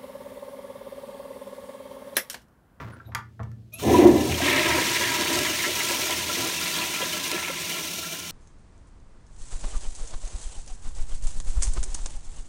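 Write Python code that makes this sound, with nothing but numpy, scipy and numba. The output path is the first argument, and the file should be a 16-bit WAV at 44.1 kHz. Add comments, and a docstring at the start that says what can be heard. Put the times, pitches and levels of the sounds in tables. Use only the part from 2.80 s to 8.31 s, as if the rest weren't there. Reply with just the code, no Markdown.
"""A small tiled stall with a flush-valve toilet, heard from above the bowl.
A clack and dull bumps come first: struck fittings ring in damped modes and the stall booms in its low modes.
Then the valve squeaks open by stick-slip and hisses, and a jet drives air pockets through the resonant trap.
Rim water splashes as showers of ringing bubbles and gurgles in the air modes of the bowl.
The splash dies away under the hiss of the valve, which is turbulence noise."""
import sys
import numpy as np
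from scipy import signal
from scipy.fft import rfft, irfft
from scipy.io import wavfile
from scipy.ndimage import uniform_filter1d, map_coordinates
from numba import njit

SR = 44100
rng = np.random.default_rng(int(sys.argv[2]) if len(sys.argv) > 2 else 0)


def dump_mix(stems):
    """Bounce the given channels to the path in sys.argv[1] as a 16-bit WAV at rate SR."""
    frames = np.atleast_2d(stems).T  # one column per channel
    limited = np.clip(frames, -1, 1)  # hard clip at full scale
    pcm = np.round(limited * 32767).astype(np.int16)
    wavfile.write(sys.argv[1], SR, pcm)


N = 242991
TIME = np.arange(N) / SR
TOP_HZ = 15800  # upper limit of the finished sound

# rim water landing in the bowl, which drives splash, bubbles and gurgle: (time [s], flow [dB])
RIM_FLOW = [(1.08, -14), (1.2, -8), (1.35, -19), (1.57, -10), (1.68, -0.5), (1.92, -3), (2.05, -4),
            (2.6, -6), (2.72, -8), (4.58, -10.5), (5.0, -13), (5.18, -20), (5.51, -21)]
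# level of the fine spray: (time [s], level [dB])
SPRAY_LEVEL = [(1.08, -47), (1.35, -39.5), (1.65, -33.5), (2.1, -30.5), (3.1, -33.5), (3.8, -33.5),
               (4.53, -36), (4.68, -41), (4.82, -35), (5.51, -44)]
# spectrum of splashing water: (frequency [Hz], level [dB])
SPLASH_SPECTRUM = [(40, -65), (300, -46), (1000, 5.5), (1450, -11), (2100, 0), (2800, 1), (3600, -1.5),
                   (4200, -4.5), (4900, -13), (6000, -11), (9000, -11.5), (16000, -42)]
# spectrum of water forced through the valve: (frequency [Hz], level [dB])
VALVE_SPECTRUM = [(40, -18), (200, 0.5), (1200, -8.5), (2000, -22), (2500, 3), (2900, -2), (3300, 1),
                  (3900, 1.5), (4900, -8.5), (5500, 1.5), (6500, 0.5), (7650, -8), (8800, -3.5),
                  (10450, -8), (10900, -9.5), (12800, -7), (16000, -8)]


def undb(db):
    """Amplitude gain is ten to the power of decibels over twenty."""
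    return 10 ** (np.asarray(db) / 20)


def unit(x):
    """Normalisation of the effective (rms) value to 1."""
    return x / np.sqrt(np.mean(x ** 2))


def curve(table, axis=1):
    """Linear interpolation in time of one column of a table."""
    rows = np.array(table)
    return np.interp(TIME, rows[:, 0], rows[:, axis])


def fader(table, axis=1):
    """Amplitude envelope from a dB column, decaying exponentially away from its span in time."""
    before = np.maximum(table[0][0] - TIME, 0)
    after = np.maximum(TIME - table[-1][0], 0)
    return undb(curve(table, axis=axis) - 400 * (before + after))  # 400 dB per s


def swell(start_s, rise_s, fade_db_per_s):
    """Raised-sine onset to 1, then exponential decay (a constant number of dB per second)."""
    age = TIME - start_s
    onset = np.sin(np.pi / 2 * np.clip(age / rise_s, 0, 1)) ** 2
    return onset * undb(-fade_db_per_s * np.maximum(age - rise_s, 0))


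def surges(table, release_s, axis=2):
    """Attack, hold and release envelopes, one for each row (time [s], length [s], level [dB], ..)."""
    out = np.zeros(N)
    attack_s = 0.012
    for row in table:
        age = TIME[:int((row[1] + release_s) * SR)]
        release = np.clip((row[1] - age) / release_s + .5, 0, 1)  # centred on the stated length
        shape = np.minimum(age / attack_s, 1) * release
        start = int(row[0] * SR)
        out[start:start + len(age)] += undb(row[axis]) * shape[:N - start]
    return out


def steady(x, span_s):
    """Short-term rms levelling over spans of this length; faster flutter stays."""
    size = int(span_s * SR)
    power = uniform_filter1d(uniform_filter1d(x ** 2, size), size)
    return x / np.sqrt(np.abs(power) + 1e-12)


def walk(rate):
    """Low-frequency random modulation: held normal values, smoothed, at this many values per second."""
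    size = int(SR / rate)
    steps = np.repeat(rng.standard_normal(N // size + 1), size)
    return uniform_filter1d(steps, size)[:N]


def colour(x, points):
    """Minimum-phase filtering, by the folded cepstrum, through points (frequency [Hz], level [dB])."""
    hz, db = np.transpose(points)
    size = 8192
    grid = np.maximum(np.arange(size // 2 + 1) * SR / size, 1)
    cepstrum = irfft(np.log(undb(np.interp(np.log(grid), np.log(hz), db))))
    cepstrum[1:size // 2] *= 2
    cepstrum[size // 2 + 1:] = 0
    response = irfft(np.exp(rfft(cepstrum)))
    return signal.fftconvolve(x, response)[:len(x)]


def resonate(x, modes):
    """Modal superposition of parallel resonances (frequency [Hz], width [Hz], level [dB])."""
    return sum(undb(db) * signal.lfilter(*signal.iirpeak(hz, hz / width, fs=SR), x)
               for hz, width, db in modes)


def cavity(x, modes):
    """Cascaded resonance: each mode (as in resonate) acts twice, so the valleys between them are deep."""
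    return unit(sum(resonate(resonate(x, [(hz, width, 0)]), [(hz, width, db)]) for hz, width, db in modes))


def add(out, s, x, db):
    """Superposition of an event at s seconds whose first 20 ms have this rms level."""
    start = int(s * SR)
    x = x * undb(db) / np.sqrt(np.mean(x[:SR // 50] ** 2))
    out[start:start + len(x)] += x[:N - start]


def burst(t60_s):
    """Exponential decay of noise, by 60 dB in t60_s, over half a second."""
    t = TIME[:SR // 2]
    return rng.standard_normal(len(t)) * np.exp(-np.log(1000) * t / t60_s)


@njit
def ring(starts, hz, cycles, sizes, glide, length):
    """Bubble resonance: each is a dying sine whose pitch rises as it nears the surface."""
    out = np.zeros(length)
    for k in range(len(starts)):
        life = cycles[k] * SR / hz[k]  # in samples
        phase = 0.
        for i in range(min(int(life), length - starts[k])):
            phase += 2 * np.pi * hz[k] / SR * (1 + glide * i / life)
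            out[starts[k] + i] += sizes[k] * np.exp(-5.5 * i / life) * np.sin(phase)
    return out


def bubbles(rate, low_hz, high_hz, cycles, spread_db, glide):
    """Random superposition of bubbles, rate per second; a positive spread makes a few much louder."""
    when, pitch, life, size = rng.random((int(rate * N / SR), 4)).T
    hz = low_hz * (high_hz / low_hz) ** pitch
    sizes = undb(-spread_db * np.log(1 - .99 * size))
    starts = (when * N).astype(np.int64)
    return unit(ring(starts, hz, cycles * (.5 + life), sizes, glide, N))


def jet():
    """Cavity excitation: the jet drives air pockets through the trap, the largest bursting one by one."""
    # spectrum of the roar: (frequency [Hz], level [dB])
    roar_spectrum = [(18, -72), (30, -73), (76, -5), (130, -15.5), (154, -5.5), (185, -28), (215, -7),
                     (347, 2), (445, -17), (721, -13), (841, -29), (1000, -17), (1120, -27.5), (1560, -51),
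                     (1720, -28.5), (3000, -40), (3900, -65), (6600, -120)]
    # resonances of the air in the trap: (frequency [Hz], width [Hz], level [dB])
    trap_modes = [(216, 19, -0.5), (304, 35, 1.5), (346, 52, 1), (417.7, 29, 1.5), (475, 84, -6.5),
                  (568, 37, -1), (714, 33, -6), (784, 23, -4), (967, 92, -12), (1743, 25, -15),
                  (2020, 38, -17)]
    # slugs of air bursting in the trap: (time [s], level [dB], frequency [Hz])
    slugs = [(1.047, -27, 282), (1.101, -21.5, 412), (1.141, -18, 982), (1.185, -16.5, 356),
             (1.253, -8, 353.6), (1.279, -12, 307.5), (1.338, -16, 350), (1.425, -33, 400)]
    # starts abruptly, builds to a crest and dies as the air is driven out
    start_s, rise_s, crest_s, crest_db = 1, 0.084, 1.256, -12
    build_db_per_s, fade_db_per_s = 39, 69
    pockets = cavity(rng.standard_normal(N) * undb(2 * walk(58.3)), trap_modes)
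    roar = unit(colour(rng.standard_normal(N) * undb(1.2 * walk(70)), roar_spectrum))
    below_crest = np.maximum(build_db_per_s * (crest_s - TIME), fade_db_per_s * (TIME - crest_s))
    drive = undb(crest_db - below_crest) * swell(start_s, rise_s, 0)
    out = unit(steady(roar + undb(-0.5) * pockets, 0.065)) * drive
    t = TIME[:SR // 2]
    for s, db, hz in slugs:
        envelope = (1 - np.exp(-t / 0.0061)) * np.exp(-t / 0.021)
        add(out, s, np.sin(2 * np.pi * hz * t) * envelope, db)
    return out


def gurgle():
    """Forced air modes: water tumbling into the drain rings the bowl, with the flow and at each glug."""
    # deep and upper modes of the air in the bowl: (frequency [Hz], width [Hz], level [dB])
    deep_modes = [(211, 17, -7.5), (275, 20.5, 0), (341.3, 71, 1.5), (462, 17, -11), (609, 42.5, -0.5),
                  (689, 12.5, -6.5), (767.6, 10, -5)]
    upper_modes = [(975.4, 71, 2.5), (1054, 13, -4.5), (1329, 85, -3), (1652, 60, -0.5), (1975, 46, -1.5)]
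    # water folding into the drain: (time [s], length [s], deep ring level [dB], upper ring level [dB])
    glug_times = [(1.6, 0.24, -27, -35), (1.85, .18, -27.5, -30), (2.05, 0.09, -36, -36),
                  (2.2, 0.055, -32, -31), (2.28, 0.11, -38, -32), (2.38, 0.082, -31.5, -34.5),
                  (2.48, 0.16, -30, -35.5), (2.68, .04, -32, -48), (2.855, 0.056, -31, -47),
                  (2.96, 0.1, -49, -37), (3.085, 0.063, -32.5, -32.5), (3.185, 0.05, -31.5, -37),
                  (3.29, 0.045, -31.5, -33), (3.485, 0.016, -27.5, -33), (3.56, 0.14, -34.5, -40),
                  (3.78, 0.12, -49, -46), (3.96, 0.1, -37.5, -36), (4.195, 0.056, -33, -34.5),
                  (4.32, 0.098, -42, -43), (4.505, 0.079, -33.5, -39), (4.675, 0.031, -32.5, -36),
                  (4.94, 0.14, -45, -63)]
    release_s = 0.074
    # level at full flow, and dB moved for each dB of flow
    deep_db, deep_law = -35.5, 0.77
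    upper_db, upper_law = -34, 0.83
    glugs = bubbles(rate=180, low_hz=256.4, high_hz=735, cycles=30.6, spread_db=6.5, glide=0.43)
    glugs = signal.sosfilt(signal.butter(2, 200, "high", fs=SR, output="sos"), glugs)
    plops = bubbles(rate=440, low_hz=815, high_hz=1675, cycles=21, spread_db=-5.0, glide=0.13)
    wash = rng.standard_normal(N) * undb(3.1 * walk(40))
    deep = steady(cavity(wash, deep_modes) + undb(-6.5) * glugs, 0.045)
    # the upper modes rise as the bowl empties, and waver with the waves: read at a varying speed
    pitch = 1 + .014 * (TIME - 2.5) + 0.004985 * walk(9)
    moving = map_coordinates(cavity(wash, upper_modes), [np.cumsum(pitch)], mode="mirror")
    upper = steady(moving + undb(-13) * plops, 0.041)
    # the steady gurgle falls back at once when the drain clears
    flow = fader(RIM_FLOW) * undb(-1.5 * swell(2.4, .02, 0))
    deep_gain = np.hypot(undb(deep_db) * flow ** deep_law, surges(glug_times, release_s))
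    upper_gain = np.hypot(undb(upper_db) * flow ** upper_law, surges(glug_times, release_s, axis=3))
    return deep * deep_gain + upper * upper_gain


def splash():
    """Bubble-cloud radiation: rim water breaks into small bubbles and crackling spray, in uneven spurts."""
    # spectrum of the spray: (frequency [Hz], level [dB])
    spray_spectrum = [(100, -40), (1500, -20), (4000, 1), (4900, 2.5), (5800, 1), (7600, 1), (9200, 0),
                      (10450, -9.5), (11100, 0), (15500, -12), (17000, 7.5)]
    # spurts from the rim holes: (time [s], length [s], splash level [dB], spray level [dB])
    spurts = [(1.51, 0.021, -28, -46), (1.66, 0.061, -39.5, -32), (1.755, 0.048, -31, -45),
              (2.14, 0.055, -34, -41), (2.52, 0.042, -42, -29), (3.045, 0.012, -42, -21),
              (3.085, 0.039, -44, -28), (3.65, 0.019, -37, -42), (4.0, 0.025, -41, -47),
              (4.425, 0.024, -43, -32.5), (4.5, 0.028, -45, -37), (4.66, 0.034, -45, -54.5)]
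    release_s = 0.011
    sheet_db, sheet_law = -24, 1.18  # level at full flow, and dB moved for each dB of flow
    flutter = undb(1.0 * walk(35) + 1.5 * walk(160))
    fizz = bubbles(rate=2000, low_hz=1429, high_hz=6940, cycles=45.7, spread_db=2.0, glide=0.22)
    sheet = unit(colour(fizz + undb(-1) * rng.standard_normal(N), SPLASH_SPECTRUM))
    drops = bubbles(rate=6500, low_hz=3710, high_hz=15500, cycles=7.1, spread_db=3.0, glide=.05)
    spray = unit(colour(drops + undb(-3.5) * rng.standard_normal(N), spray_spectrum))
    sheet_gain = np.hypot(undb(sheet_db) * fader(RIM_FLOW) ** sheet_law, surges(spurts, release_s))
    spray_gain = np.hypot(fader(SPRAY_LEVEL), surges(spurts, release_s, axis=3))
    return steady(sheet * flutter, 0.046) * sheet_gain + steady(spray * flutter, 0.63) * spray_gain


def churn():
    """Air entrainment: strong flow drags large bubbles under; they vanish quickly as it eases."""
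    large = bubbles(rate=540, low_hz=1673, high_hz=2340, cycles=134, spread_db=2.0, glide=0.22)
    full_flow_db, law = -27.5, 2.54  # law: dB moved for each dB of flow
    return steady(large, .06) * undb(full_flow_db) * fader(RIM_FLOW) ** law


def slaps():
    """Impact and bubble resonance: a wave folds over in a splat and a cluster of bubbles of like size."""
    # single slaps of water: (time [s], level [dB], bubble frequency [Hz])
    slap_times = [(1.666, -26.5, 2050), (1.765, -26.5, 2100), (1.905, -26, 2040), (2.148, -27, 2140),
                  (2.236, -27, 1930), (2.474, -40, 2830), (2.649, -29, 1900), (2.733, -34, 1890),
                  (2.786, -29.5, 1910), (2.838, -26, 1815), (3.0, -30, 1890), (3.086, -33, 2520),
                  (3.225, -35, 2450), (3.31, -29.5, 2960), (3.665, -36, 2420), (3.858, -34, 2330),
                  (3.941, -32, 3350), (3.983, -33, 3600), (4.012, -29.5, 2280), (4.138, -31, 2310),
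                  (4.215, -30.5, 2740), (4.442, -33, 2430), (4.515, -33.5, 2600), (4.544, -37.5, 2340),
                  (4.577, -35, 1820), (4.627, -32.5, 2270), (4.68, -33, 2330), (4.768, -38, 2360),
                  (4.895, -36, 2000), (4.967, -40, 2180), (5.228, -42, 1700), (5.335, -43, 1590)]
    cluster_s, spread_octaves = .024, 0.43
    out = np.zeros(N)
    for s, db, hz in slap_times:
        lag, pitch, size = rng.random((9, 3)).T  # nine bubbles
        starts = ((np.arange(len(lag)) + lag) / len(lag) * cluster_s * SR).astype(np.int64)
        pitches = hz * 2 ** (spread_octaves * (pitch - .5))
        cluster = ring(starts, pitches, 28 + 30 * size, 0.31 + size, 0.097, SR // 2)
        splat = unit(colour(burst(0.029), SPLASH_SPECTRUM))
        add(out, s, unit(cluster) + undb(-6.5) * splat, db)
    return out


def smacks():
    """Impact noise: stray drops hit the porcelain with a bright, short-lived tick."""
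    # drops that smack the porcelain: (time [s], level [dB])
    drop_times = [(1.665, -38), (1.762, -34), (2.41, -31), (2.473, -36), (2.589, -31), (2.879, -35),
                  (3.054, -45), (3.087, -34), (3.307, -32), (3.8, -46), (3.987, -38), (4.515, -32)]
    tick_spectrum = [(500, -28), (2000, -4), (3800, 4), (8000, -1), (16000, -12.5)]  # ([Hz], [dB])
    out = np.zeros(N)
    for s, db in drop_times:
        add(out, s, colour(burst(0.019), tick_spectrum), db)
    return out


def tinkle():
    """Lightly damped bubble resonance: lone droplets leave tiny bubbles that ring out above the spray."""
    pings = bubbles(rate=170, low_hz=2600, high_hz=9500, cycles=110, spread_db=3.5, glide=.05)
    return steady(pings, 0.4) * undb(-7) * fader(SPRAY_LEVEL)


def streams():
    """Resonance under noise drive: thin streams ring a hollow note from the bowl once the water is low."""
    # streams that strike the bared bowl: (time [s], length [s], level [dB])
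    strikes = [(2.84, 0.028, -33), (3.49, 0.024, -32), (3.63, .03, -35.5), (4.14, 0.073, -40),
               (4.33, 0.064, -43), (4.52, 0.23, -43.5), (4.93, 0.051, -47), (5.22, 0.076, -43.5)]
    mode_hz, width_hz, release_s = 1353, 61, 0.062
    note = steady(cavity(rng.standard_normal(N), [(mode_hz, width_hz, 0)]), 0.049)
    return note * surges(strikes, release_s)


def valve():
    """Turbulence noise: water hisses through the pipe and rings the hollow rim."""
    # water through the valve: (time [s], level [dB])
    valve_level = [(.975, -61), (.99, -37.5), (1.16, -31), (1.3, -37.5), (1.6, -32), (3, -29.5), (4.5, -33),
                   (4.75, -36.5), (4.81, -33.5), (5.05, -33), (5.3, -35), (5.51, -37)]
    # resonances of the hollow rim, rung by the water inside it: (frequency [Hz], width [Hz], level [dB])
    rim_modes = [(350, 190, -7.5), (627, 86, -1), (1036, 79, -9), (1350, 146, 1), (1654, 56, -4),
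                 (2023, 60, 2.5), (2390, 120, 6.5), (2870, 180, 0.5), (3070, 92, 1), (3680, 72, -16)]
    flow = rng.standard_normal(N) * undb(1.78 * walk(120))
    rim = cavity(flow * undb(3.6 * walk(25)), rim_modes)
    hiss = unit(colour(flow, VALVE_SPECTRUM)) + undb(-10.0) * rim
    return hiss * fader(valve_level)


def drain():
    """Low-frequency flow noise: the trap rumbles below the bowl, less and less, and gulps now and then."""
    # spectrum of the rumble: (frequency [Hz], level [dB])
    rumble_spectrum = [(25, -14), (42, -11), (58, -19), (84, 8.5), (99, -10.5), (116, 5), (135, -7.5),
                       (155, -0.5), (185, -14), (230, -4.5), (400, -42.5)]
    # the trap gulps: (time [s], length [s], rumble level [dB])
    gulps = [(1.48, 0.069, -27), (1.79, 0.21, -38.5), (2.53, 0.1, -38), (3.34, 0.15, -44),
             (3.57, 0.078, -41)]
    # rumbles from the first rush on, and settles towards a murmur
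    start_s, rise_s, first_db, end_db, settle_s = 0.92, 0.26, -27.5, -57, 1.88
    rumble = steady(colour(rng.standard_normal(N), rumble_spectrum), 0.18)
    push = np.exp(-np.maximum(TIME - start_s, 0) / settle_s)
    settling = undb(end_db + (first_db - end_db) * push) * swell(start_s, rise_s, 0)
    return rumble * np.hypot(settling, surges(gulps, 0.052))


def squeak():
    """Stick-slip oscillation: the seat squeaks, gliding up as it lifts, and a little water hisses past."""
    # harmonics of the squeak: (multiple of the fundamental, level [dB])
    partials = [(1, -19), (2, 0), (3, -15), (5, -15), (6, -19), (7, -23)]
    start_s, rise_s, level_db, fade_db_per_s, end_s = .917, .024, -42.5, 210, 1.0
    from_hz, to_hz, glide_at_s, glide_s = 1240, 1335, .95, .006
    lift = .5 + .5 * np.tanh((TIME - glide_at_s) / glide_s)
    hz = (from_hz + (to_hz - from_hz) * lift) * (1 + .012 * walk(1800))
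    phase = 2 * np.pi * np.cumsum(hz) / SR
    tone = sum(undb(db) * np.sin(round(k) * phase) for k, db in partials)
    tone += undb(-10) * np.sin(phase / 2)  # every second slip is stronger
    tone *= undb(3 * walk(250))
    leak = undb(-8) * unit(colour(rng.standard_normal(N), VALVE_SPECTRUM))
    loudness = swell(start_s, rise_s, fade_db_per_s) * (1 - swell(end_s, 0.0071, 0))
    return (unit(tone) + leak) * undb(level_db) * loudness


def whistle():
    """Jet tone: the first thin jet whistles through the opening seat, its pitch settling from above."""
    start_s, level_db, fade_db_per_s = .936, -34.5, 600
    settled_hz, sharp_hz, settle_s = 11050, 1000, 0.0033
    hz = settled_hz + sharp_hz * np.exp(-np.maximum(TIME - start_s, 0) / settle_s)
    tone = np.sin(2 * np.pi * np.cumsum(hz * (1 + 0.022 * walk(2500))) / SR)
    return unit(tone) * undb(level_db) * swell(start_s, 0.0025, fade_db_per_s)


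def knocks():
    """Impulsive modal excitation: knocks crack and ring the fittings; a softer contact is duller."""
    # the handle clacks, bounces and rattles:
    # (time [s], level [dB], contact corner frequency [Hz], contact decay time t60 [s])
    contacts = [(.001, -40.5, 3020, 0.11), (.043, -55, 1400, .03), (.074, -50, 800, .03),
                (.106, -56, 2000, 0.025), (.134, -53, 2500, .02), (.319, -49, 2500, 0.11),
                (.349, -29, 12000, .016), (.353, -32, 4000, 0.014), (.357, -38.5, 3000, .05),
                (.373, -48, 1800, .03), (.388, -40, 1800, .03), (.594, -46.5, 1300, 0.027),
                (.6, -39.5, 480, 0.064), (.631, -53, 9000, 0.044), (.652, -56, 700, .03),
                (.716, -61, 12000, .012), (.995, -46, 9000, .054)]
    # modes of the fittings: (frequency [Hz], level [dB], decay time t60 [s])
    fitting_modes = [(474, -16, .14), (775, -23, .16), (1044, -7, .16), (1184, 0, .12), (1249, -4, .13),
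                     (1378, -9, .16), (1440, -5, .16), (1647, -6, .14), (1755, -4, .14), (1911, -2, .12),
                     (2153, -9, .15), (2428, -17, .12)]
    # spectrum of the crack: (frequency [Hz], level [dB])
    crack_spectrum = [(100, -33), (400, -9), (800, 1), (1150, 7.5), (1900, 0), (2400, -3.5), (3000, -9),
                      (4500, -9.5), (6300, -7), (8500, -17), (12000, -12), (16000, -16)]
    out, t = np.zeros(N), TIME[:SR // 2]
    for s, db, corner_hz, contact_s in contacts:
        phases = 2 * np.pi * rng.random(len(fitting_modes))
        body = sum(undb(mode_db) * np.exp(-np.log(1000) * t / t60) * np.sin(2 * np.pi * hz * t + phase)
                   for (hz, mode_db, t60), phase in zip(fitting_modes, phases))
        hit = unit(colour(burst(contact_s), crack_spectrum)) + undb(-3.5) * unit(body)
        add(out, s, signal.lfilter(*signal.butter(2, corner_hz, fs=SR), hit), db)
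    return out


def scuff():
    """Friction noise: sparse grit impulses, filtered, fade away before the flush."""
    # spectrum of the scuff: (frequency [Hz], level [dB])
    scuff_spectrum = [(40, -18), (100, -3.5), (400, -14), (700, -21), (1020, -21), (1350, -21), (2000, -25),
                      (2600, -32.5), (5000, -40.5), (10000, -51), (15000, -48)]
    start_db, fade_db_per_s = -37.5, 78
    grit = rng.standard_normal(N) * (rng.random(N) < 900 / SR)  # about 900 grains per s
    rub = steady(colour(grit * undb(2.9 * walk(86)), scuff_spectrum), 0.03)
    return rub * undb(start_db - fade_db_per_s * TIME)


def creaks():
    """Frictional excitation: metal rubbing on metal chirps briefly as narrow-band noise."""
    # small creaks of the fittings: (time [s], frequency [Hz], level [dB], length [s])
    rubs = [(.115, 9630, -62, 0.043), (.12, 1500, -47, .03), (0.15, 1420, -51, .03),
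            (0.197, 1440, -40, 0.012), (0.248, 3820, -61, 0.033), (0.258, 11750, -62, 0.044),
            (.272, 654, -51, .04), (0.312, 1070, -52, .032)]
    out = np.zeros(N)
    for s, hz, db, length_s in rubs:
        stroke = np.sin(np.pi * np.clip((TIME - s) / length_s, 0, 1))
        out += undb(db) * stroke * steady(cavity(rng.standard_normal(N), [(hz, 240, 0)]), .01)
    return out


def boom():
    """Room modes: each dull bump rings the low modes of the stall, over a little rumble."""
    # low modes of the stall: (frequency [Hz], level [dB], extra fade [dB/s])
    stall_modes = [(83, -4, 44), (115, -3, 11), (213, -16, 9)]
    # dull bumps: (time [s], rise [s], level [dB], fade [dB/s])
    bumps = [(.025, 0.022, -34.5, 99), (.235, 0.058, -35, 38), (.347, .01, -45, 89),
             (.582, 0.036, -27.5, 58)]
    out = np.zeros(N)
    rumble = undb(-12.5) * steady(cavity(rng.standard_normal(N), [(99, 84, 0)]), .04)
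    for s, rise_s, db, fade in bumps:
        age = np.maximum(TIME - s, 0)
        tone = sum(undb(mode_db - extra * age) * np.sin(2 * np.pi * hz * age)
                   for hz, mode_db, extra in stall_modes)
        out += (tone + rumble) * undb(db) * swell(s, rise_s, fade)
    return out


def hum():
    """Pipe resonance: once the bowl has emptied, the air filling the hollow rim hums like a hollow pipe."""
    start_s, rise_s, mode_hz, width_hz, level_db = 3.05, 0.67, 171.4, 18, -49.5
    tone = steady(cavity(rng.standard_normal(N), [(mode_hz, width_hz, 0)]), 0.16)
    return tone * undb(level_db) * swell(start_s, rise_s, 0)


def air():
    """Broadband flow noise of faint ventilation, weighted to the low frequencies."""
    spectrum = [(25, -18), (80, 7.5), (300, 5.0), (1000, -17.0), (4000, -20), (16000, -31)]  # ([Hz], [dB])
    return undb(-61.0) * unit(colour(rng.standard_normal(N), spectrum))


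def stall(x, room_db):
    """Reverberation: direct sound and the dense echo of the tiles, which dies sooner in the treble."""
    t60_s, treble_t60_s = 0.22, 0.15
    low, high = (signal.butter(2, 4000, kind, fs=SR) for kind in ("low", "high"))
    tail = signal.lfilter(*low, burst(t60_s)) + undb(-2.5) * signal.lfilter(*high, burst(treble_t60_s))
    tail *= TIME[:len(tail)] > .004  # the echo starts after 4 ms
    tail *= undb(room_db) / np.sqrt(t60_s * SR / (2 * np.log(1000)))
    return (x + signal.fftconvolve(x, tail)[:N]) / np.sqrt(1 + undb(2 * room_db))


def scene():
    """Linear superposition of all sources, reaching both channels alike."""
    fittings = stall(knocks() + scuff() + creaks() + squeak() + whistle(), room_db=-4.5)
    water = stall(valve() + splash() + churn() + slaps() + smacks() + tinkle(), room_db=-9)
    mono = fittings + water + boom() + jet() + gurgle() + streams() + drain() + hum() + air()
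    return np.array([mono, mono])


def record(dry):
    """Band limiting and saturation: drop the deep bass, round the highest peaks and cut the top."""
    thin = signal.sosfilt(signal.butter(2, 42, "high", fs=SR, output="sos"), dry)
    rounded = np.tanh(thin)
    return signal.sosfilt(signal.ellip(10, .2, 70, TOP_HZ, fs=SR, output="sos"), rounded)


dry = scene()
out = record(dry)
dump_mix(out)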